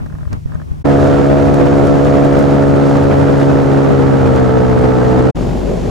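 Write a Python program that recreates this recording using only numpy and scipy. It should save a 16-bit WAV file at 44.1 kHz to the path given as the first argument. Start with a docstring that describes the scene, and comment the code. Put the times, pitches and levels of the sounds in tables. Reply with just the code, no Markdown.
"""An airboat in a marsh, heard from on board in three scenes. It idles while a fitting creaks and wind
bumps the microphone, roars over grass at full power and eases off a little, then rumbles slowly through
lily pads. The exhaust barks once a shaft turn and the propeller's wash pulses with it; water hisses
under the hull, and at speed a few sharp ticks sound over a light patter."""
import sys
import numpy as np
from scipy import signal
from scipy.fft import rfft, irfft, next_fast_len
from scipy.io import wavfile

SR = 44100
rng = np.random.default_rng(int(sys.argv[2]) if len(sys.argv) > 2 else 0)


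def store_pcm(level_fs):
    """Save levels as 16-bit WAV."""
    pcm = np.round(np.clip(level_fs, -1, 1) * 32767).astype(np.int16)
    wavfile.write(sys.argv[1], SR, np.atleast_2d(pcm).T)


N = 260187
TIME = np.arange(N) / SR


def undb(db):
    """Decibels to gain."""
    return 10 ** (np.asarray(db) / 20)


def level(x, db):
    """Scale to an rms level."""
    return x * undb(db) / np.sqrt(np.mean(x ** 2))


def curves(rows):
    """Each value column of a timed table, at every sample."""
    times_s, *columns = np.transpose(rows)
    return [np.interp(TIME, times_s, column) for column in columns]


def walk(rate_hz):
    """Smooth random drift, spread about 1."""
    knots = rng.standard_normal(int(rate_hz * N / SR) + 4)
    smooth = signal.resample(knots, len(knots) * 8)
    return np.interp(TIME * rate_hz, np.arange(len(smooth)) / 8, smooth)


def pan(db):
    """Stereo gains for a left-minus-right level."""
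    return undb(np.array([[db], [-db]]) / 2)


def noise(spectrum, side_db):
    """Coloured stereo noise, mid rms about 1; side_db sets the width."""
    hz, db = np.transpose(spectrum)
    size = next_fast_len(N)
    bins_hz = np.fft.rfftfreq(size, 1 / SR)
    gain = undb(np.interp(np.log(bins_hz + 1), np.log(hz), db))
    white = rng.standard_normal((2, size))
    mid, side = level(irfft(rfft(white) * gain, size)[:, :N], 0)
    return mid + undb(side_db) * side * np.array([[1], [-1]])


def band(x, low_hz, high_hz):
    """Butterworth band-pass."""
    return signal.sosfilt(signal.butter(2, [low_hz, high_hz], "band", fs=SR, output="sos"), x)


def add(out, start_s, sound):
    """Mix in a short sound."""
    start = max(int(start_s * SR), 0)
    sound = sound[..., :max(N - start, 0)]
    out[..., start:start + sound.shape[-1]] += sound


def throb(angle, depth_db, late_rad):
    """Gain that swells once a cycle; rms 1."""
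    return level(undb(depth_db * np.cos(angle - late_rad)), 0)


def shaft(hz, flutter):
    """Shaft angle in radians; uneven firing shakes the speed."""
    return 2 * np.pi * np.cumsum(hz * (1 + flutter * walk(40))) / SR


def exhaust(angle, tones, sweep, waver, wander, lag):
    """Shaft harmonics; the pipes delay the higher ones, so each turn is a short rising bark."""
    out = np.zeros((2, N))
    for k, db in tones:
        reflection_rad = rng.uniform(-1.1, 1.1)  # off cage and hull
        air = np.sqrt(k / 10)  # moving air shakes short waves most
        phase = k * angle - sweep * k ** 2 + reflection_rad + .14 * air * walk(20)
        gain = undb(db + waver * air * walk(9))
        # Sound reaches the right port later; gusts bend its path.
        shift_rad = np.tanh(k / 10) * (lag + wander * walk(11))
        out += gain * np.sqrt(2) * np.cos(phase + np.array([shift_rad, -shift_rad]))
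    return out


# Each row: shaft harmonic, level in dB.
IDLE_TONES = [(3, -43), (4, -44), (5, -51), (6, -36), (8, -39), (10, -46), (12, -35)]
def idle_engine():
    """The exhaust at a lumpy tick-over."""
    angle = shaft(hz=12.5, flutter=.01)
    return exhaust(angle, IDLE_TONES, sweep=.6, waver=2.5, wander=.33, lag=.24)


# Each row of both: frequency in Hz, relative density in dB.
MURMUR_SPECTRUM = [(20, -19), (45, -5), (100, -4), (160, -6.5), (250, -13.5), (450, -26.5), (1000, -30.5),
                   (4000, -56), (16000, -90)]
HISS_SPECTRUM = [(100, 7.5), (500, -5), (1200, -18), (2200, -6), (4000, -12), (5200, -12), (5650, -9),
                 (6100, -12.5), (9000, -15.5), (16000, -22)]
def idle_air():
    """Murmur of engine and breeze, and a faint steady hiss with a thin whine."""
    murmur = noise(MURMUR_SPECTRUM, side_db=8) * undb(-35.5 + 4.7 * walk(21.4))
    return murmur + noise(HISS_SPECTRUM, side_db=-4) * undb(-53.5)


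# Each row: start in seconds, end in seconds, time between slips in seconds, relative level in dB.
CREAK_RUNS = [(0.099, .16, .0262, -31.5), (0.184, .29, 0.023, -32), (.473, .51, 0.021, -39),
              (0.52, .565, .017, -30), (0.598, .62, 0.018, -30.5)]
def slips(jitter_s=.0004, scatter_db=.5, crack_db=-23):
    """The fitting sticks and lets go at a nearly even pace; rows as in HARD_SLIPS."""
    rows = []
    for start_s, end_s, stick_s, db in CREAK_RUNS:
        for slip_s in np.arange(start_s, end_s, stick_s):
            late, harder = rng.standard_normal(2)
            ring_db = db + scatter_db * harder
            rows.append((slip_s + jitter_s * late, ring_db, ring_db + crack_db))
    return rows


# Each row: start in seconds, relative ring level in dB, relative crack level in dB.
HARD_SLIPS = [(.001, -32, -63), (.061, -30, -45), (.325, -29, -46), (.33, -26, -31), (.546, -34, -46)]
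# Each row: frequency in Hz, relative level in dB, time to fall 60 dB in seconds.
FITTING_MODES = [(440, -3, .035), (600, 2, .045), (830, -4, .025), (1060, 0, .03), (1220, 1, .035),
                 (1420, -1, .028), (1620, -1, .03), (1800, -2, .028)]
def creaks(rebound_s=.0048, crack_t60_s=.024):
    """Each slip cracks, rings the fitting and rebounds."""
    t = TIME[:SR // 10]
    attack = 1 - np.exp(-t / .0006)
    out = np.zeros(N)
    for start_s, ring_db, crack_db in HARD_SLIPS + slips():
        for delay_s, share in [(0, .38), (rebound_s, .12)]:
            ring = np.zeros(len(t))
            for hz, mode_db, t60_s in FITTING_MODES:
                louder, detune, phase = rng.standard_normal(3)
                decay = undb(mode_db + 2 * louder - 60 * t / t60_s)
                ring += decay * np.sin(2 * np.pi * (hz * (1 + .018 * detune) * t + phase))
            add(out, start_s + delay_s, share * undb(ring_db) * attack * ring)
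        crack = band(rng.standard_normal(len(t)), 450, 6400)
        add(out, start_s, 1.77 * undb(crack_db - 60 * t / crack_t60_s) * crack)
    return out * pan(-.88)


# Each row: peak time in seconds, left level in dB, right level in dB.
WIND_BUMPS = [(.142, -22, -5), (.274, -6.5, -9), (0.329, -7.5, -19), (0.46, -10, -0.5), (0.555, -5, -6),
              (.718, -2.5, -5)]
def wind_bumps(hz=75, decay_s=.0031):
    """An eddy pushes on one microphone port and sucks on the other."""
    t = np.arange(-SR // 40, SR // 40) / SR
    push = np.exp(-np.abs(t) / decay_s) * np.cos(2 * np.pi * hz * t)
    out = np.zeros((2, N))
    for peak_s, left_db, right_db in WIND_BUMPS:
        add(out, peak_s + t[0], np.outer([undb(left_db), -undb(right_db)], push))
    return out


# Each row, from shaft harmonic 1 up: level in dB at full power, cruising, eased off.
ROAR_LOW_TONES = [(-28, -32, -25), (-18, -16, -17), (-25, -27, -24), (-16, -17, -23), (-23, -27, -25),
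                  (-24, -21, -34), (-21, -22, -19), (-24, -27, -25), (-22, -29, -28), (-26, -32, -36)]
# Each row: frequency in Hz, level in dB of a harmonic there.
PIPE_RESPONSE = [(690, -28.5), (770, -36), (880, -36.5), (1040, -49.5), (1120, -39), (1190, -44.5),
                 (1300, -37), (1480, -46.5)]
def roar(angle, shaft_hz, ease, top_harmonic=21):
    """Exhaust at speed: the throttle sets the low harmonics, pipe resonances the higher ones."""
    firing_gain = undb(.25 + walk(140))
    tones = [(k, np.interp(ease, [0, 1, 2], db)) for k, db in enumerate(ROAR_LOW_TONES, 1)]
    for k in range(len(tones) + 1, top_harmonic + 1):
        pipe_db = np.interp(k * shaft_hz, *np.transpose(PIPE_RESPONSE))
        growl_db = 1.3 * ease if k % 7 == 0 else 0
        tones.append((k, pipe_db + growl_db))
    return exhaust(angle, tones, sweep=.2, waver=1.5, wander=.35, lag=.41) * firing_gain


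# Each row: frequency in Hz, relative density in dB.
RASP_SPECTRUM = [(200, -23), (500, -6.5), (800, 2), (1050, -7.5), (1350, -3), (1800, -8.5), (2300, -24.5),
                 (4000, -26), (16000, -68)]
def gas_rasp(angle, db):
    """Gas rasps after each exhaust bark."""
    pulse = throb(angle, depth_db=5.5, late_rad=2.97)
    return noise(RASP_SPECTRUM, side_db=-9) * pulse * undb(db + 1.23 * walk(60))


def propeller_hum(angle, gearing=1.25):
    """The geared propeller's low tone."""
    return np.sin(gearing * angle) * undb(-25.5 + 3 * walk(8))


# Each row: frequency in Hz, relative density in dB.
WASH_SPECTRUM = [(20, -10), (60, -1.5), (150, -2), (350, 0.5), (600, -2.5), (1000, -12), (1400, -16),
                 (2200, -23), (4000, -35.5), (8000, -46), (16000, -58)]
def propeller_wash(angle):
    """Turbulent air, pulsing once a shaft turn."""
    pulse = throb(angle, depth_db=1.5, late_rad=2.9)
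    return noise(WASH_SPECTRUM, side_db=-2) * pulse * undb(-19 + 1.54 * walk(35))


# Each row: frequency in Hz, relative density in dB.
SPRAY_SPECTRUM = [(800, 2.5), (2500, 3.5), (4500, -0.5), (7200, -3), (9300, -15), (10800, -11),
                  (13500, -32), (16000, -52)]
def hull_spray(db, flicker_db, side_db):
    """Spray and grass hiss under the hull."""
    return noise(SPRAY_SPECTRUM, side_db) * undb(db + flicker_db * walk(25))


# Each row: frequency in Hz, relative density in dB.
BUFFET_SPECTRUM = [(18, -8), (45, -13), (90, 2), (170, 5.5), (400, -17), (2000, -58), (16000, -90)]
def wind_buffet(db):
    """Wind rumbles on the microphone in short gusts, more on the left."""
    gusts = undb([walk(18), walk(18)])
    return level(noise(BUFFET_SPECTRUM, side_db=2.5) * gusts, db) * pan(2.3)


# Each row: frequency in Hz, relative density in dB.
FLUTTER_SPECTRUM = [(20, -12), (70, -6), (140, 0.5), (240, 3), (400, -2.5), (700, -10), (1200, -22.5),
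                    (3000, -54), (16000, -92)]
def wind_flutter(db):
    """The headwind sheds eddies between the ports, driving them in opposite phase."""
    eddies = noise(FLUTTER_SPECTRUM, side_db=-3.5)[0] * undb(-.5 * walk(28))
    return level(eddies, db) * np.array([[1], [-1]])


# Each row: start in seconds, relative level in dB.
SHARP_TICKS = [(1.543, -37), (1.871, -36), (2.049, -38), (2.248, -35), (2.39, -35), (4.361, -35),
               (4.79, -41), (5.05, -41)]
def ticks(extra_hiss_db, rate_hz=35, t60_s=.0084):
    """A few sharp, bright ticks over a light patter that grows with the hiss."""
    t = TIME[:SR // 100]
    patter = [(when * N / SR, -41 + 1.5 * extra_hiss_db[int(when * N)] - 10 * softness)
              for when, softness in rng.random((int(rate_hz * N / SR), 2))]
    out = np.zeros((2, N))
    for start_s, db in SHARP_TICKS + patter:
        snap = undb(db - 60 * t / t60_s) * rng.standard_normal(len(t))
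        add(out, start_s, snap * pan(6 * rng.standard_normal()))
    return 3.2 * band(out, 1900, 8500)


# Each row: peak time in seconds, extra hiss in dB.
GRASS_PATCHES = [(1.04, 2.8), (2.42, 1), (2.92, 3.1), (3.42, 2.8), (5.08, 2.0)]
def grass_drag_db(swell_s=.067):
    """Hiss swells and fades as the hull crosses each thick patch."""
    return sum(db * np.exp(-((TIME - peak_s) / swell_s) ** 2) for peak_s, db in GRASS_PATCHES)


# Each row: time in seconds, shaft rate in Hz.
SHAFT_SPEED = [(0.87, 70.4), (0.96, 70.14), (1.72, 70.34), (3.04, 69.67), (3.2, 69.8), (3.85, 68.95),
               (4.14, 67.46), (4.44, 63.9), (4.66, 62.77), (4.8, 63.0), (4.83, 62.55), (5.15, 62.76),
               (5.29, 63.8)]
# Each row: time in seconds, easing of the throttle (0 full power, 1 cruising, 2 eased off).
THROTTLE_EASE = [(.9, 0.13), (2.4, 0), (2.8, 0.76), (3.9, 0.91), (4.2, 1.27), (4.55, 2), (5.3, 2.02)]
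def at_speed():
    """The run over grass: engine, propeller, hull and headwind."""
    shaft_hz, = curves(SHAFT_SPEED)
    ease, = curves(THROTTLE_EASE)
    drag_db = grass_drag_db()
    angle = shaft(shaft_hz, flutter=.0015) + .0052 * walk(140)  # no two turns fire alike
    engine = roar(angle, shaft_hz, ease) + gas_rasp(angle, db=-29 - .24 * ease + drag_db)
    hum = propeller_hum(angle) * pan(3)
    wash = propeller_wash(angle)
    spray = hull_spray(db=-40 - ease + drag_db, flicker_db=.5, side_db=-21)
    spray *= throb(2 * angle, depth_db=1.5, late_rad=.6)
    wind = wind_buffet(db=-24.5) + wind_flutter(db=-14)
    return (engine + wash) * pan(-2.35) + hum + spray * pan(-1.3) + wind + ticks(drag_db)


# Each row: shaft harmonic, relative level in dB.
RUMBLE_TONES = [(1, -23), (2, 0.5), (3, -17), (4, -22), (5, -7), (6, -5.5), (7, -5), (8, -25), (9, -19),
                (10, -5.5), (11, -24), (12, -16), (13, -28), (14, -13), (15, -8), (16, -16), (17, -10.5)]
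def rumble(angle, db):
    """Exhaust and blades thud at a low rate."""
    return exhaust(angle, RUMBLE_TONES, sweep=.5, waver=.7, wander=.3, lag=.2) * undb(db)


# Each row: frequency in Hz, relative density in dB.
CHURN_SPECTRUM = [(20, -12), (60, -1.5), (170, 0), (350, -7), (600, -7.5), (900, -17), (1300, -24),
                  (2200, -34), (4000, -42), (16000, -57)]
def churn(angle, db):
    """Churned air and water, pulsing twice a shaft turn."""
    pulse = throb(2 * angle, depth_db=2.5, late_rad=.92)
    return noise(CHURN_SPECTRUM, side_db=-2.5) * pulse * undb(db)


def swish(centre_hz, db):
    """Water passes the hull: slow turbulence shifted up to a gliding band."""
    eddies = noise([(20, -1), (80, -5), (160, -11), (600, -60), (16000, -120)], side_db=1)
    return eddies * np.cos(2 * np.pi * np.cumsum(centre_hz) / SR) * undb(db)


# Each row: time in seconds, rumble and churn gain in dB, swish centre in Hz, swish gain in dB.
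SLOW_CURVES = [(5.36, -20.5, 247.1, -27), (5.52, -20, 231, -26), (5.64, -21.5, 327.5, -23),
               (5.73, -20, 500, -19), (5.8, -23.5, 516, -25.5), (5.9, -19.5, 401, -26)]
def slow_running():
    """Low revs through lily pads, with light spray and wind."""
    load_db, swish_hz, swish_db = curves(SLOW_CURVES)
    angle = shaft(hz=24.6, flutter=.0062)
    boat = rumble(angle, load_db - 2.5) + churn(angle, load_db + .5) + swish(swish_hz, swish_db)
    spray = hull_spray(db=-40.5, flicker_db=.87, side_db=-9)
    return boat * pan(.51) + spray + wind_buffet(db=-27)


def gate(start_s, end_s, fade_s=.012):
    """Gain that opens and closes a scene."""
    return np.clip(np.minimum(TIME - start_s, end_s - TIME) / fade_s, 0, 1) ** 2


def scene():
    """Idling, at speed, then slow."""
    idling = idle_engine() + idle_air() + creaks() + wind_bumps()
    return idling * gate(-.02, .834) + at_speed() * gate(.841, 5.313) + slow_running() * gate(5.346, 6)


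def record(dry, bass_hz=170, top_hz=16000):
    """More bass on the left; the highest peaks are clipped and treble above 16 kHz is cut."""
    bass = signal.sosfiltfilt(signal.butter(1, bass_hz, fs=SR, output="sos"), dry)
    clipped = np.clip(dry + bass * (pan(4.7) - 1), -1, 1)
    return signal.sosfilt(signal.ellip(10, .1, 80, top_hz, fs=SR, output="sos"), clipped)


dry = scene()
out = record(dry)
store_pcm(out)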